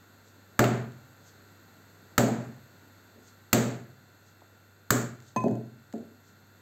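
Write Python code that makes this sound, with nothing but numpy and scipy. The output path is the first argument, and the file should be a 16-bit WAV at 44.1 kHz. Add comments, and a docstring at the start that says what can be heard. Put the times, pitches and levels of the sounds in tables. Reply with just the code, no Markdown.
"""In a small, lively kitchen a fridge hums throughout and something ticks faintly once a second.
From 0.6 s a wooden mallet cracks a walnut on a cutting board with four hard blows: each fractures
the shell and excites the modes of board and room, and the close microphone's limiter ducks under it.
At 5.4 s the mallet is laid on the table: its metal face rings in free vibration,
then its wooden parts bump down and loose bits of shell hop."""
import sys
import numpy as np
from scipy import signal
from scipy.fft import rfft, irfft, next_fast_len
from scipy.io import wavfile
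from scipy.ndimage import uniform_filter1d, map_coordinates

SR = 44100
rng = np.random.default_rng(int(sys.argv[2]) if len(sys.argv) > 2 else 0)


def dump(signal):
    """Clip the signal to [-1, 1] and save it as 16-bit WAV at the path in sys.argv[1]."""
    limited = np.clip(np.atleast_2d(signal).T, -1, 1)
    pcm = np.round(limited * 32767).astype(np.int16)
    wavfile.write(sys.argv[1], SR, pcm)


N = 291501
TIME = np.arange(N) / SR
AGE = np.arange(SR) / SR  # time since a contact


def amp(db):
    """Amplitude ratio of a level in decibels."""
    return 10 ** (np.asarray(db) / 20)

def unit(x):
    """Normalisation to rms 1."""
    return x / np.sqrt(np.mean(x ** 2) + 1e-20)

def along(points, hz):
    """Interpolation of (f, value) points on a logarithmic frequency axis."""
    f, value = np.transpose(points)
    return np.interp(np.log(hz + 1), np.log(f + 1), value)

def add(track, s, sound):
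    """Superposition of a sound on the track from time s."""
    start = round(s * SR)
    track[start:start + len(sound)] += sound[:N - start]

def filtered(x, response):
    """Multiplication of the spectrum by a complex frequency response."""
    size = next_fast_len(len(x) + SR // 4)
    return irfft(rfft(x, size) * response(np.fft.rfftfreq(size, 1 / SR)), size)[:len(x)]

def cut(x, hz, kind, order=2):
    """Causal low-pass or high-pass filter."""
    return signal.sosfilt(signal.butter(order, min(hz, .45 * SR), kind, fs=SR, output="sos"), x)

def coloured(x, points, size=2048):
    """Minimum-phase filter through (f/Hz, gain/dB) points, by folding the cepstrum."""
    gain = amp(along(points, np.fft.rfftfreq(size, 1 / SR)))
    cepstrum = irfft(np.log(gain))
    cepstrum[1:size // 2] *= 2
    cepstrum[size // 2 + 1:] = 0
    return signal.fftconvolve(x, irfft(np.exp(rfft(cepstrum))))[:len(x)]

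def wobble(rate):
    """Smooth random modulation with rate knots a second."""
    return map_coordinates(rng.standard_normal(int(N * rate / SR) + 4), [TIME * rate])

def fade(t, t60):
    """Exponential decay of 60 dB in t60 seconds."""
    return np.exp(-np.log(1000) * t / t60)

def ring(modes, scatter_db, polarity=-1):
    """Modal superposition: damped sines at scattered levels; polarity -1 alternates their signs."""
    sound = np.zeros(SR)
    for k, (hz, db, t60) in enumerate(modes):
        strength = polarity ** k * amp(db + scatter_db * rng.standard_normal())
        sound += strength * fade(AGE, t60) * np.sin(2 * np.pi * hz * AGE)
    return sound


# noise spectrum of fridge and room air: f/Hz, relative level/dB
AIR_SPECTRUM = [(35, -23.5), (85, -3.5), (210, 0.5), (400, -4.5), (1150, -12), (1450, -8), (1900, -10.5),
                (2300, -18), (3100, -22.5), (4200, -14.5), (5300, -20), (7400, -20), (11000, -34.5),
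                (12100, -28), (12700, -19), (13500, -29.5), (15700, -26)]
# the fridge's thin whines: f/Hz, rms level/dB
FRIDGE_WHINES = [(1367, -70.5), (1440, -71), (1542, -73.5), (2681, -79), (2729, -85.5), (3530, -80),
                 (4221, -79), (12629, -82)]

def fridge(air_db=-56.5, mains_hz=99.0, mains_db=-61, waver_db=1.0, drift_rad=1.04):
    """Broadband air noise, mains hum and whines under random amplitude and phase modulation."""
    air = unit(coloured(rng.standard_normal(N), AIR_SPECTRUM, size=8192))
    air *= amp(air_db + 1.34 * wobble(0.51))
    mains = amp(mains_db + 0.32 * wobble(2.7)) * unit(np.sin(2 * np.pi * mains_hz * TIME))
    whines = np.zeros(N)
    for hz, db in FRIDGE_WHINES:
        strength = amp(db + waver_db * wobble(3.72))
        whines += strength * unit(np.sin(2 * np.pi * hz * TIME + drift_rad * wobble(22)))
    return air + mains + whines

def ticking(first_s=0.283, width_s=0.035, db=-60):
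    """Modulated noise: a far tick each second, perhaps a clock, smeared into a swish by the room."""
    from_tick = (TIME - first_s + .5) % 1 - .5
    tick_tock = amp(-2.8 * np.cos(np.pi * (TIME - first_s)))  # every other tick is stronger
    spectrum = [(1500, -25), (3500, 1), (6000, 8), (8000, -0.5), (12000, -18)]
    hiss = unit(coloured(rng.standard_normal(N), spectrum))
    return amp(db) * tick_tock * np.exp(-np.abs(from_tick) / width_s) * hiss


# the kitchen's diffuse field: f/Hz, relative level/dB
DIFFUSE_SPECTRUM = [(60, -25), (170, 1.5), (300, 17.5), (700, 8), (1250, -2.5), (2600, -6), (7000, -3),
                    (13500, -9.5)]
# its reverberation time: f/Hz, T60/s
REVERB_TIMES = [(100, 0.6), (500, 0.42), (2000, 0.49), (4500, 0.4), (7500, .36), (14000, 0.29)]

def kitchen(sound, build_up_s=0.0057):
    """Reverberation: diffuse reflections build up, then decay, the treble fastest."""
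    hz, t, noise = signal.stft(rng.standard_normal(SR), SR, nperseg=256)
    t60 = along(REVERB_TIMES, hz)[:, None]
    gain = amp(along(DIFFUSE_SPECTRUM, hz))[:, None] * np.sqrt(2 * np.log(1000) / (t60 * SR))
    tail = signal.istft(noise * gain * fade(t, t60), SR, nperseg=256)[1][:SR]
    onset = 1 - np.exp(-(AGE / build_up_s) ** 2)
    return signal.fftconvolve(sound, cut(tail, 137.0, "high", order=3) * onset)[:SR]


# low standing waves of the kitchen: f/Hz, level/dB, T60/s
ROOM_MODES = [(121.8, -15.5, 0.56), (135, -31, 0.85), (169.8, -26.5, 0.55), (208.1, -25, 0.36),
              (222.6, -20, 0.51), (250.7, -26, 0.42), (294, -26.5, 0.31), (341, -71, 0.14)]

def boom(swell_s=0.0011):
    """Room resonance: the table top excites the standing waves, all in phase."""
    return ring(ROOM_MODES, scatter_db=.5, polarity=1) * (1 - np.exp(-AGE / swell_s))

def push(length_s=0.0012, db=-23):
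    """Air displacement: one low pressure swing as the board is driven down."""
    return amp(db) * (1 - AGE / length_s) * np.exp(-AGE / length_s)


# modes of the board on its table: f/Hz, level/dB, T60/s
BOARD_MODES = [(79.2, -45.5, 0.74), (140, -2.5, 0.011), (242.8, -13, 0.059), (367, -22, 0.039),
               (426.6, -22, 0.063), (586.4, -17.5, 0.038), (683, -16, 0.049), (875, -8, 0.0088)]

def thump(top_hz, room_db=0):
    """Impact excitation of board and room; the contact acts as a low-pass, duller when softer."""
    knock = ring(BOARD_MODES, scatter_db=1.0)
    return cut(knock + amp(room_db) * kitchen(knock), top_hz, "low", order=3)


# mallet bumping on board and cloth: t/s, level/dB, low cutoff/Hz, high cutoff/Hz, reverberation/dB
MALLET_BUMPS = [(0.651, -8, 163, 1400, -26), (3.159, -33, 273, 414, -4.5), (4.419, -33, 377, 2200, -15),
                (5.3611, -8, 123, 1100, -11), (5.439, -4.5, 146, 756, -4), (5.511, -9.5, 104, 325, -4.5),
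                (5.937, -12, 197, 527, -7.5)]

def bumps(boom_db=-2):
    """Soft impacts: the mallet excites board and standing waves over a limited band."""
    track = np.zeros(N)
    for s, db, low_hz, top_hz, room_db in MALLET_BUMPS:
        contact = thump(top_hz, room_db) + amp(boom_db) * boom()
        add(track, s, amp(db) * cut(contact, low_hz, "high", order=5))
    return track


# modes of the mallet's metal face: f/Hz, relative level/dB, T60/s
METAL_MODES = [(915, 2, 0.015), (1023, -1, 0.31), (1060, -14, 0.083), (1737, -21, 0.086), (2003, -25, 0.17),
               (2516, -21, 0.3), (2542, -19, 0.39), (4360, -25, 0.029), (6342, -17.5, 0.085),
               (8450, -35, 0.15)]

def clank(at_s=5.362, ring_db=-17.5, click_db=-34, room_db=-2, free_s=0.089):
    """Free vibration: the metal face clicks on the table and rings until the cloth damps it."""
    track = np.zeros(N)
    damping = fade(np.maximum(AGE - free_s, 0), t60=0.2)  # sets in once the head lies flat
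    metal = amp(ring_db) * ring(METAL_MODES, scatter_db=2.5) * damping
    scrape = rng.standard_normal(SR) * fade(AGE, t60=0.072)
    click = amp(click_db) * cut(cut(scrape, 1200, "high"), 3500, "low", order=1)
    echo = kitchen(cut(metal, 2000, "high") + click)  # only the high ring and the click echo
    add(track, at_s, metal + click + amp(room_db) * echo)
    return track


# resonances of the walnut shell: f/Hz, bandwidth/Hz, level/dB
SHELL_RESONANCES = [(1236, 530, -4), (1635, 526, 5.5), (2490, 850, 1.5), (4530, 3930, -5),
                    (7600, 980, -1.5), (14200, 2900, -11.5)]

def shell_ring(bite_db, bright_db):
    """Impulse response of the shell to one tiny fracture; bite and brightness set its edge."""
    def resonances(f):
        return sum((-1) ** k * amp(db) * 1j * f * width / (hz * hz - f * f + 1j * f * width)
                   for k, (hz, width, db) in enumerate(SHELL_RESONANCES))
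    shell = filtered(signal.unit_impulse(SR), resonances)
    return coloured(shell, [(300, -31), (1000, 9.5), (1600, -1.5), (2700, bite_db), (7000, bright_db)])

def crack(length_s, bite_db, bright_db, count=40):
    """Brittle fracture: a quick run of random impulses excites the shell."""
    shell = shell_ring(bite_db, bright_db)
    onsets = (rng.random(count) * length_s * SR).astype(int)
    fractures = np.bincount(onsets, rng.standard_normal(count))
    snap = signal.fftconvolve(shell, fractures / np.linalg.norm(fractures))[:SR]
    # the room gathers the shell's sound from all directions, so its response is smooth
    return snap + kitchen(shell)

def splinters(after_s, bite_db, bright_db, mean_delay_s=0.0054, count=6):
    """Delayed fracture: the last fibres snap one by one after the main crack."""
    delays = np.minimum(after_s + rng.exponential(mean_delay_s, count), .5)
    snaps = np.bincount((delays * SR).astype(int), rng.standard_normal(count))
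    return signal.fftconvolve(shell_ring(bite_db, bright_db), snaps / np.linalg.norm(snaps))[:SR]

def hollow(hz=1320, t60=0.016, rise_s=0.00062, db=-24):
    """Damped resonance: the nut's hollow body gives a very short pock."""
    return amp(db) * np.sin(2 * np.pi * hz * AGE) * fade(AGE, t60) * (1 - np.exp(-AGE / rise_s))


# single light ticks and scrapes of loose shell: t/s, level/dB
SHELL_TICKS = [(0.92, -18), (4.407, -22), (5.202, -15), (5.2234, -15), (5.926, -10.5)]

def crumbs(hop_db=-4, landing_db=-2, flight_s=.043):
    """Light impacts: loose bits of shell give single high ticks, and hop and land after each bump."""
    track = np.zeros(N)
    hops = [(s, db + hop_db) for s, db, *_ in MALLET_BUMPS]
    landings = [(s + flight_s, db + landing_db) for s, db in hops]
    for s, db in SHELL_TICKS + hops + landings:
        add(track, s, amp(db) * crack(length_s=0.0021, bite_db=-6, bright_db=-6))
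    return cut(cut(track, 9000, "low"), 4500, "high", order=1)


# mallet on walnut, row two being a rebound: t/s, force/dB, crack level/dB, bite/dB, brightness/dB
MALLET_BLOWS = [(0.592, 4.5, 26.5, -5, -5.5), (0.6411, -17, 14, 3, -7.5), (2.1794, 6, 27.5, -2.5, 0.8),
                (3.5296, 1.8, 23, 1, 3.9), (4.9053, -4.5, 21, -6.5, 2.3)]

def blows(fracture_s=.004, thump_top_hz=814, splinter_db=-11, boom_db=1.5):
    """Hard impacts: more force splits the shell for longer and makes the thump louder and brighter."""
    track = np.zeros(N)
    for s, force_db, crack_db, bite_db, bright_db in MALLET_BLOWS:
        force = amp(force_db)
        nut = crack(fracture_s * force ** .08, bite_db, bright_db, count=70) + hollow()
        nut += amp(splinter_db) * splinters(fracture_s, bite_db, bright_db)
        wood = thump(thump_top_hz * force ** .48) + amp(boom_db) * (boom() + push())
        add(track, s, amp(crack_db) * nut + force * wood)
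    return track

def scene():
    """Superposition of all sources in one channel."""
    return (blows() + bumps() + clank() + crumbs() + ticking() + fridge())[None]


def limiter(x, ceiling_db=-14, release_db_per_s=48):
    """Gain control: the gain drops at once under a loud burst and recovers at a steady rate."""
    power = np.abs(uniform_filter1d(x ** 2, size=176)) + 1e-12
    excess_db = np.maximum(10 * np.log10(power) - ceiling_db, 0)
    recovery_db = release_db_per_s * TIME
    duck_db = np.maximum.accumulate(excess_db + recovery_db) - recovery_db
    return x * amp(-uniform_filter1d(duck_db, size=88, origin=-43))


# response of the microphone port with its deep treble notch: f/Hz, gain/dB
MIC_RESPONSE = [(4650, -1.5), (4950, -9), (6000, -6), (6400, 0), (8250, 0), (8900, -11.5), (10000, -9.5),
                (11200, -14.5), (11750, 2.5), (14500, 0.5), (16000, -5)]

def record(dry, clip_level=.62, top_hz=15900):
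    """Transduction: microphone response, limiter, soft saturation and band limit."""
    x = limiter(coloured(dry[0], MIC_RESPONSE))
    x = x / (1 + (x / clip_level) ** 6) ** (1 / 6)
    return filtered(x, lambda hz: 1 / (1 + (hz / top_hz) ** 120))[None]


dry = scene()
out = record(dry)
dump(out)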